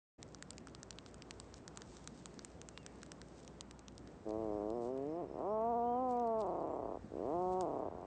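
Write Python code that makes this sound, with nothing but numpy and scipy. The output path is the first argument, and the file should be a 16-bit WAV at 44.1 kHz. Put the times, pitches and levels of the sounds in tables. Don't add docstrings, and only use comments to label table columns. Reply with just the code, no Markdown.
import sys
import numpy as np
from scipy import signal
from scipy.fft import rfft, irfft
from scipy.io import wavfile
from scipy.ndimage import uniform_filter1d

SR = 44100
rng = np.random.default_rng(int(sys.argv[2]) if len(sys.argv) > 2 else 0)


def int16_out(signal):
    q = np.round(np.clip(np.atleast_2d(signal).T, -1, 1) * 32767)
    wavfile.write(sys.argv[1], SR, q.astype(np.int16))


N = 355446
T = np.arange(N) / SR

# frequency in Hz, relative level in dB.
WIND_SPECTRUM = [(15, -44.5), (25, -24.5), (63, -2), (103, -1.5), (189, 0.5), (413, -4), (2330, -24),
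                 (4400, -28.5), (5900, -24), (7900, -24), (8500, -29.5), (11000, -65.5), (18700, -120)]
# centre in seconds, length in seconds, level in dB.
GUSTS = [(4.39, .26, -56.5), (7.3, 1.0, -61)]
# time in seconds, level in dB before trim and wander.
GRASS_STIR = [(0.2, -74.5), (1.7, -71), (2.25, -66.5), (2.5, -71.5), (3.25, -70.5), (3.85, -74.5),
              (4.7, -73.5), (5.6, -78), (6.8, -78), (7.4, -73), (7.85, -77)]
# centre in seconds, length in seconds, level in dB.
FOOT_BRUSHES = [(1.08, .031, -68), (1.57, .03, -65), (1.93, .12, -65), (2.176, 0.043, -66),
                (3.39, .03, -65), (4.293, .007, -59.5), (4.852, 0.059, -66.5), (6.112, .042, -69),
                (6.272, 0.00594, -70), (6.411, .026, -63), (7.531, .02, -62.5), (7.617, 0.018, -66)]
# time in seconds, level in dB before trim, horn ring in Hz, mouth knock gain in dB.
BILL_CLICKS = [(0.229, -47, 6700, -11), (0.3472, -49.5, 6100, -6), (0.4252, -47, 7000, -0.5),
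               (0.5064, -43.5, 8100, -19), (0.5816, -48.5, 6450, -28), (0.6718, -54.5, 8300, 5),
               (0.7495, -50.5, 5330, -4), (0.8312, -47, 6800, -8.5), (0.9073, -44, 6200, -24),
               (0.9866, -47, 3420, -30), (1.0625, -53.5, 5270, -3), (1.1436, -55, 8200, -2.5),
               (1.222, -49.5, 4320, -30), (1.3091, -43.5, 5500, -14), (1.4004, -46.5, 8100, -6.5),
               (1.5416, -51.5, 6470, -7), (1.6792, -47.5, 7750, -6.5), (1.7738, -45, 8450, -5),
               (1.8193, -49.5, 5500, -6), (1.9688, -54.5, 6100, -5), (2.075, -44, 7660, -5),
               (2.2579, -46.5, 7550, -3), (2.3926, -48.5, 4830, -8), (2.4484, -43.5, 8400, -29),
               (2.6157, -48.5, 8100, -10), (2.688, -47.5, 7000, -11.5), (2.7763, -45.5, 3670, -8),
               (2.864, -47, 7340, -6), (3.0315, -50.5, 7050, 0), (3.1186, -47.5, 6900, -5),
               (3.2164, -52.5, 6060, -3), (3.478, -52.5, 6560, -26), (3.609, -43.5, 5600, -7),
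               (3.711, -51.5, 5760, -17), (3.793, -56, 7260, -12), (3.8828, -50.5, 5200, -8.5),
               (3.98, -52.5, 6600, -19), (4.0744, -60.5, 4600, -9), (4.3072, -59.5, 4930, -30),
               (4.7033, -60, 6400, -21), (4.9765, -64, 7900, -9), (6.1982, -62, 5810, -5),
               (6.416, -57.5, 3980, -4), (7.61, -47, 8270, -2)]
# start in seconds, length in seconds, pitch in Hz, glide in octaves, level in dB.
FAR_WHISTLES = [(2.74, .13, 2650, -.19, -75.5), (2.87, .06, 2260, -.08, -78), (5.48, .07, 5400, .17, -85),
                (5.801, .23, 2880, .08, -83.5), (6.12, .06, 2320, -.09, -80), (6.69, .07, 7300, .05, -85)]
# start in seconds, note count, spacing in seconds,
# note length in seconds, pitch in Hz, glide in octaves, level in dB.
SONG_PHRASES = [(6.148, 5, .111, .035, 4400, -.36, -84.5), (6.823, 4, .197, .055, 4460, .2, -86.5)]
# frequency in Hz, relative level in dB.
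THROAT_SPECTRUM = [(50, -45.5), (110, -19), (220, -5.5), (350, 3), (450, 1.5), (560, -2), (700, 4),
                   (810, -2), (930, -0.5), (1100, -4), (1280, -14.5), (1500, -28.5), (1800, -46),
                   (2600, -88.5)]
# time in seconds, gain of the upper resonances in dB.
BILL_OPENING = [(4.26, -18), (4.3, -12), (4.89, -12.5), (4.93, -17.5), (5.09, -20), (5.2, -9),
                (5.29, -17.5), (5.38, -5), (5.58, 0), (5.8, -3.2), (6.2, -4.6), (6.42, -1), (6.97, -3.8),
                (7.11, -20.5), (7.32, -6), (8.05, -3)]
# time in seconds, pulse rate in Hz.
LOW_PITCH = [(4.255, 110), (4.32, 107.1), (4.4, 111.8), (4.51, 105.2), (4.62, 103.4), (4.71, 107.6),
             (4.75, 121.5), (4.84, 116.4), (4.91, 129), (5.025, 137), (5.1, 153.9), (5.19, 177.3)]
LONG_PITCH = [(5.25, 70), (5.36, 73.1), (5.4, 127), (5.47, 193.1), (5.52, 216.3), (5.595, 218.8),
              (5.71, 240.8), (5.74, 229), (5.77, 240), (5.8, 232.5), (5.89, 241.3), (5.93, 240),
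              (6.025, 259.5), (6.14, 242.3), (6.21, 239.9), (6.27, 228.5), (6.38, 219.6)]
SHORT_PITCH = [(7.11, 42.94), (7.19, 80.1), (7.35, 172.5), (7.42, 183.4), (7.61, 185.3)]
LAST_PITCH = [(7.95, 78.1), (8.05, 101)]
# pitch line, start, break and end in seconds, final pulse rate in Hz, clear-voice
# level at top pitch in dB, swell in dB per octave, creak from 0 to 1, mouth resonance at top pitch in Hz.
GROANS = [(LOW_PITCH, 4.252, 5.21, 5.26, 75, -41.9, -3.0, .13, 690),
          (LONG_PITCH, 5.25, 6.4046, 6.985, 40, -35.7, 5.14, .55, 757),
          (SHORT_PITCH, 7.11, 7.6185, 7.89, 90, -37, 4, .1, 770),
          (LAST_PITCH, 7.885, 8.1, 8.2, 80, -46, 2.6, .55, 680)]
# time in seconds, pitch in Hz, level in dB.
FOOT_THUDS = [(7.044, 228.7, -51)]


def undb(db):
    return 10 ** (np.asarray(db) / 20)


def unit(x):
    return x / np.sqrt(np.mean(x ** 2) + 1e-20)


def curve(table):
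    return np.interp(T, *np.transpose(table))


def shape(points, hz):
    point_hz, db = np.transpose(points)
    return np.interp(np.log(hz + 1), np.log(point_hz), db)


def band(x, lo_hz, hi_hz, order=2):
    return signal.sosfilt(signal.butter(order, [lo_hz, hi_hz], "band", fs=SR, output="sos"), x)


def walk(rate_hz):
    step = int(SR / rate_hz)
    return np.sqrt(2) * uniform_filter1d(np.repeat(rng.standard_normal(N // step + 1), step), step)[:N]


def swells(table):
    return np.sqrt(sum(undb(db) ** 2 * np.exp(-(2 * (T - s) / length) ** 2) for s, length, db in table))


def add(out, s, x):
    i = int(round(s * SR))
    n = max(0, min(len(x), N - i))
    out[i:i + n] += x[:n]


def wind(rush_db=-56.5, buffet_db=-78.5, flicker_db=1.05, rolloff_hz=2200):
    hz = np.arange(N // 2 + 1) * SR / N
    spectrum = rfft(rng.standard_normal(N)) * undb(shape(WIND_SPECTRUM, hz))
    spectrum /= np.sqrt(1 + (hz / rolloff_hz) ** 4)
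    edges_hz = [0, 100, 200, 400, 800, 1600, 3200, SR]
    bands = [irfft(spectrum * ((hz >= lo) & (hz < hi)), N) for lo, hi in zip(edges_hz, edges_hz[1:])]
    rush = sum(layer * undb(flicker_db * walk(12)) for layer in bands)
    buffet = band(rng.standard_normal(N), 45, 115, order=3)
    return unit(rush) * undb(rush_db) + unit(buffet) * np.hypot(undb(buffet_db), swells(GUSTS))


def drone(hz=59.1, level_db=-66, waver_db=-.5, drift=.007):
    phase = 2 * np.pi * np.cumsum(hz * (1 + drift * walk(5))) / SR
    return unit(np.sin(phase) * undb(waver_db * walk(7.4))) * undb(level_db)


def grass(trim_db=-2.5, grain_db=4.5, snap_db=-7, snaps_per_s=25, snap_s=.0015):
    stir_gain = undb(curve(GRASS_STIR) + trim_db + walk(8.2))
    ticks = rng.standard_normal(N) * (rng.random(N) < .12)
    ticks *= undb(grain_db * np.minimum(rng.exponential(size=N), 4))
    brushes = unit(band(ticks, 3200, 11000, order=1)) * swells(FOOT_BRUSHES)
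    stir = unit(band(rng.standard_normal(N), 2000, 11000, order=1))
    kicks = (rng.random(N) < snaps_per_s / SR) * rng.random(N) ** 2
    crackle = signal.lfilter([1], [1, -np.exp(-1 / (snap_s * SR))], kicks) * rng.standard_normal(N)
    snaps = unit(band(crackle, 3500, 11000, order=1)) * undb(snap_db)
    return (stir + snaps) * stir_gain + brushes


def bills(ring_s=.00009, knock_hz=1300, knock_s=.00078, scatter_s=.0023, scatter_db=-26, trim_db=-5):
    out, t = np.zeros(N), T[:SR // 80]
    for s, db, ring_hz, knock_db in [*BILL_CLICKS, *grazes()]:
        horn = unit(np.exp(-t / ring_s) * np.sin(2 * np.pi * ring_hz * t))
        mouth = unit(np.exp(-t / knock_s) * np.sin(2 * np.pi * knock_hz * rng.uniform(.78, 1.41) * t))
        contact = undb(scatter_db) * np.exp(-t / scatter_s) * rng.standard_normal(len(t))
        contact[0] += 1
        second_edge_s = .00028 * 2 ** (.9 * rng.standard_normal())
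        contact += .71 * np.sinc((t - second_edge_s) * SR)
        snap = unit(band(signal.fftconvolve(horn, contact)[:len(t)], 1370, 9300))
        click = snap + undb(knock_db) * band(mouth, 1070, 3300)
        add(out, s, click * undb(db + trim_db))
    return out


def grazes(count=6, from_s=.25, to_s=3.5, db=-61.5, ring_hz=5500, knock_db=-5):
    return [(from_s + when * (to_s - from_s), db, ring_hz * 2 ** (height - .5), knock_db)
            for when, height in rng.random((count, 2))]


def bird_note(length, hz, glide, arch_octaves_per_s=1.2):
    position = np.linspace(-.5, .5, int(length * SR))
    arch = np.cos(np.pi * position)
    octaves = glide * position + arch_octaves_per_s * length * (arch - .5)
    phase = 2 * np.pi * np.cumsum(hz * 2 ** octaves) / SR
    return unit(np.sin(phase) * np.sqrt(np.abs(arch)))


def small_birds(trill_hz=5220, trill_db=-83.5, group_s=.19, step_s=.031, detune=.012, flicker_db=2):
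    out = np.zeros(N)
    for s, length, hz, glide, db in FAR_WHISTLES:
        add(out, s, bird_note(length, hz, glide) * undb(db))
    for s in np.arange(4.52, 5.35, group_s):
        for k in range(3):
            chirp = bird_note(length=.022, hz=trill_hz * rng.normal(1, detune), glide=-.13)
            add(out, s + k * step_s, chirp * undb(trill_db))
    for s, notes, spacing, length, hz, glide, db in SONG_PHRASES:
        for k in range(notes):
            add(out, s + k * spacing, bird_note(length, hz * rng.normal(1, detune), glide) * undb(db))
    return out * undb(flicker_db * walk(120))


def throat_pulse(subsample, bright_db, mouth_hz, rasp, mouth_db=5, mouth_width_hz=110, size=1024):
    hz = np.arange(size // 2 + 1) * SR / size
    upper = np.clip(np.log((hz + 1) / 450) / np.log(1.85), 0, 1)
    mouth = 1 / (1 + ((hz - mouth_hz) / mouth_width_hz) ** 2)
    gain = undb(shape(THROAT_SPECTRUM, hz) + bright_db * upper + mouth_db * mouth)
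    lead_s = .0029 * (1 - 1 / (1 + (hz / 850) ** 4))
    delay_s = (size / 2 + subsample) / SR - lead_s + mouth / (4 * np.pi * mouth_width_hz)
    throat = gain * np.exp(-2j * np.pi * np.cumsum(delay_s) * SR / size)
    wake = unit(rng.standard_normal(size) * np.exp(-T[:size] / .004)) / np.sqrt(size)
    puff = rasp * (1 + upper) * rfft(wake) - 1
    return unit(irfft(puff * throat) * np.hanning(size)) / np.sqrt(size)


def groan(pitch, start, break_s, end, final_hz, top_db, swell_db, creakiness, open_hz,
          clear_hz=200, creaky_hz=70, creak_loss_db=5.5, shimmer_db=4, rest_hz=600, attack_s=.012,
          flutter_hz=32.95, flutter_db=3, flutter_lag_s=.018, run_down_db_per_octave=4.4):
    held_hz = curve(pitch)
    since_break = np.maximum(T - break_s, 0)
    spent = np.clip(since_break / (end - break_s), 0, 1)
    drop = .19 * (1 - np.exp(-since_break / .055))
    rate_hz = final_hz + (held_hz * (1 - drop) - final_hz) * (1 - spent) ** .42
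    depth = np.interp(T - flutter_lag_s, T, spent) ** .51
    flutter = depth * np.cos(2 * np.pi * flutter_hz * since_break)
    creak = creakiness * np.clip((clear_hz - held_hz) / (clear_hz - creaky_hz), 0, 1) + .3 * depth
    rasp = .05 + .23 * creak
    level_db = top_db + swell_db * np.log2(held_hz / held_hz.max()) - creak_loss_db * creak
    level_db += run_down_db_per_octave * np.log2(rate_hz / held_hz) + flutter_db * (flutter - depth / 2)
    jitter = .11 * creak * walk(90) + .003 * walk(30)
    mouth_hz = rest_hz + (open_hz - rest_hz) * (rate_hz / held_hz.max()) ** 4
    bright_db = curve(BILL_OPENING)
    cycles = np.cumsum(rate_hz * (1 + .253 * flutter) * (1 + jitter) * (T > start)) / SR
    sounding = (T > start) & (T < end)
    puff_times = np.interp(np.arange(.5, cycles[sounding][-1]), cycles[sounding], T[sounding])
    out = np.zeros(N)
    for s, shimmer in zip(puff_times, rng.standard_normal(len(puff_times))):
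        i = int(s * SR)
        pulse = throat_pulse(s * SR - i, bright_db[i], mouth_hz[i], rasp[i])
        gain = undb(level_db[i] + shimmer_db * creak[i] * shimmer) * np.sqrt(SR / rate_hz[i])
        attack = 1 - np.exp(-(s - start) / attack_s)
        add(out, (i - len(pulse) // 2) / SR, pulse * attack * gain)
    return out


def footfall(decay_s=.0048):
    out, t = np.zeros(N), T[:SR // 40]
    for s, hz, db in FOOT_THUDS:
        add(out, s, unit(np.sin(2 * np.pi * hz * t) * np.exp(-t / decay_s)) * undb(db))
    return out


def scene():
    puffins = sum(groan(*row) for row in GROANS) + bills() + footfall()
    return (puffins + grass() + small_birds() + wind() + drone())[None]


def record(dry, silence_s=.18, fade_s=.012, top_hz=8700):
    opened = dry * np.clip((T - silence_s) / fade_s, 0, 1)
    high_cut = signal.firwin(201, top_hz, fs=SR)
    return signal.fftconvolve(opened, high_cut[None], mode="same")


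dry = scene()
out = record(dry)
int16_out(out)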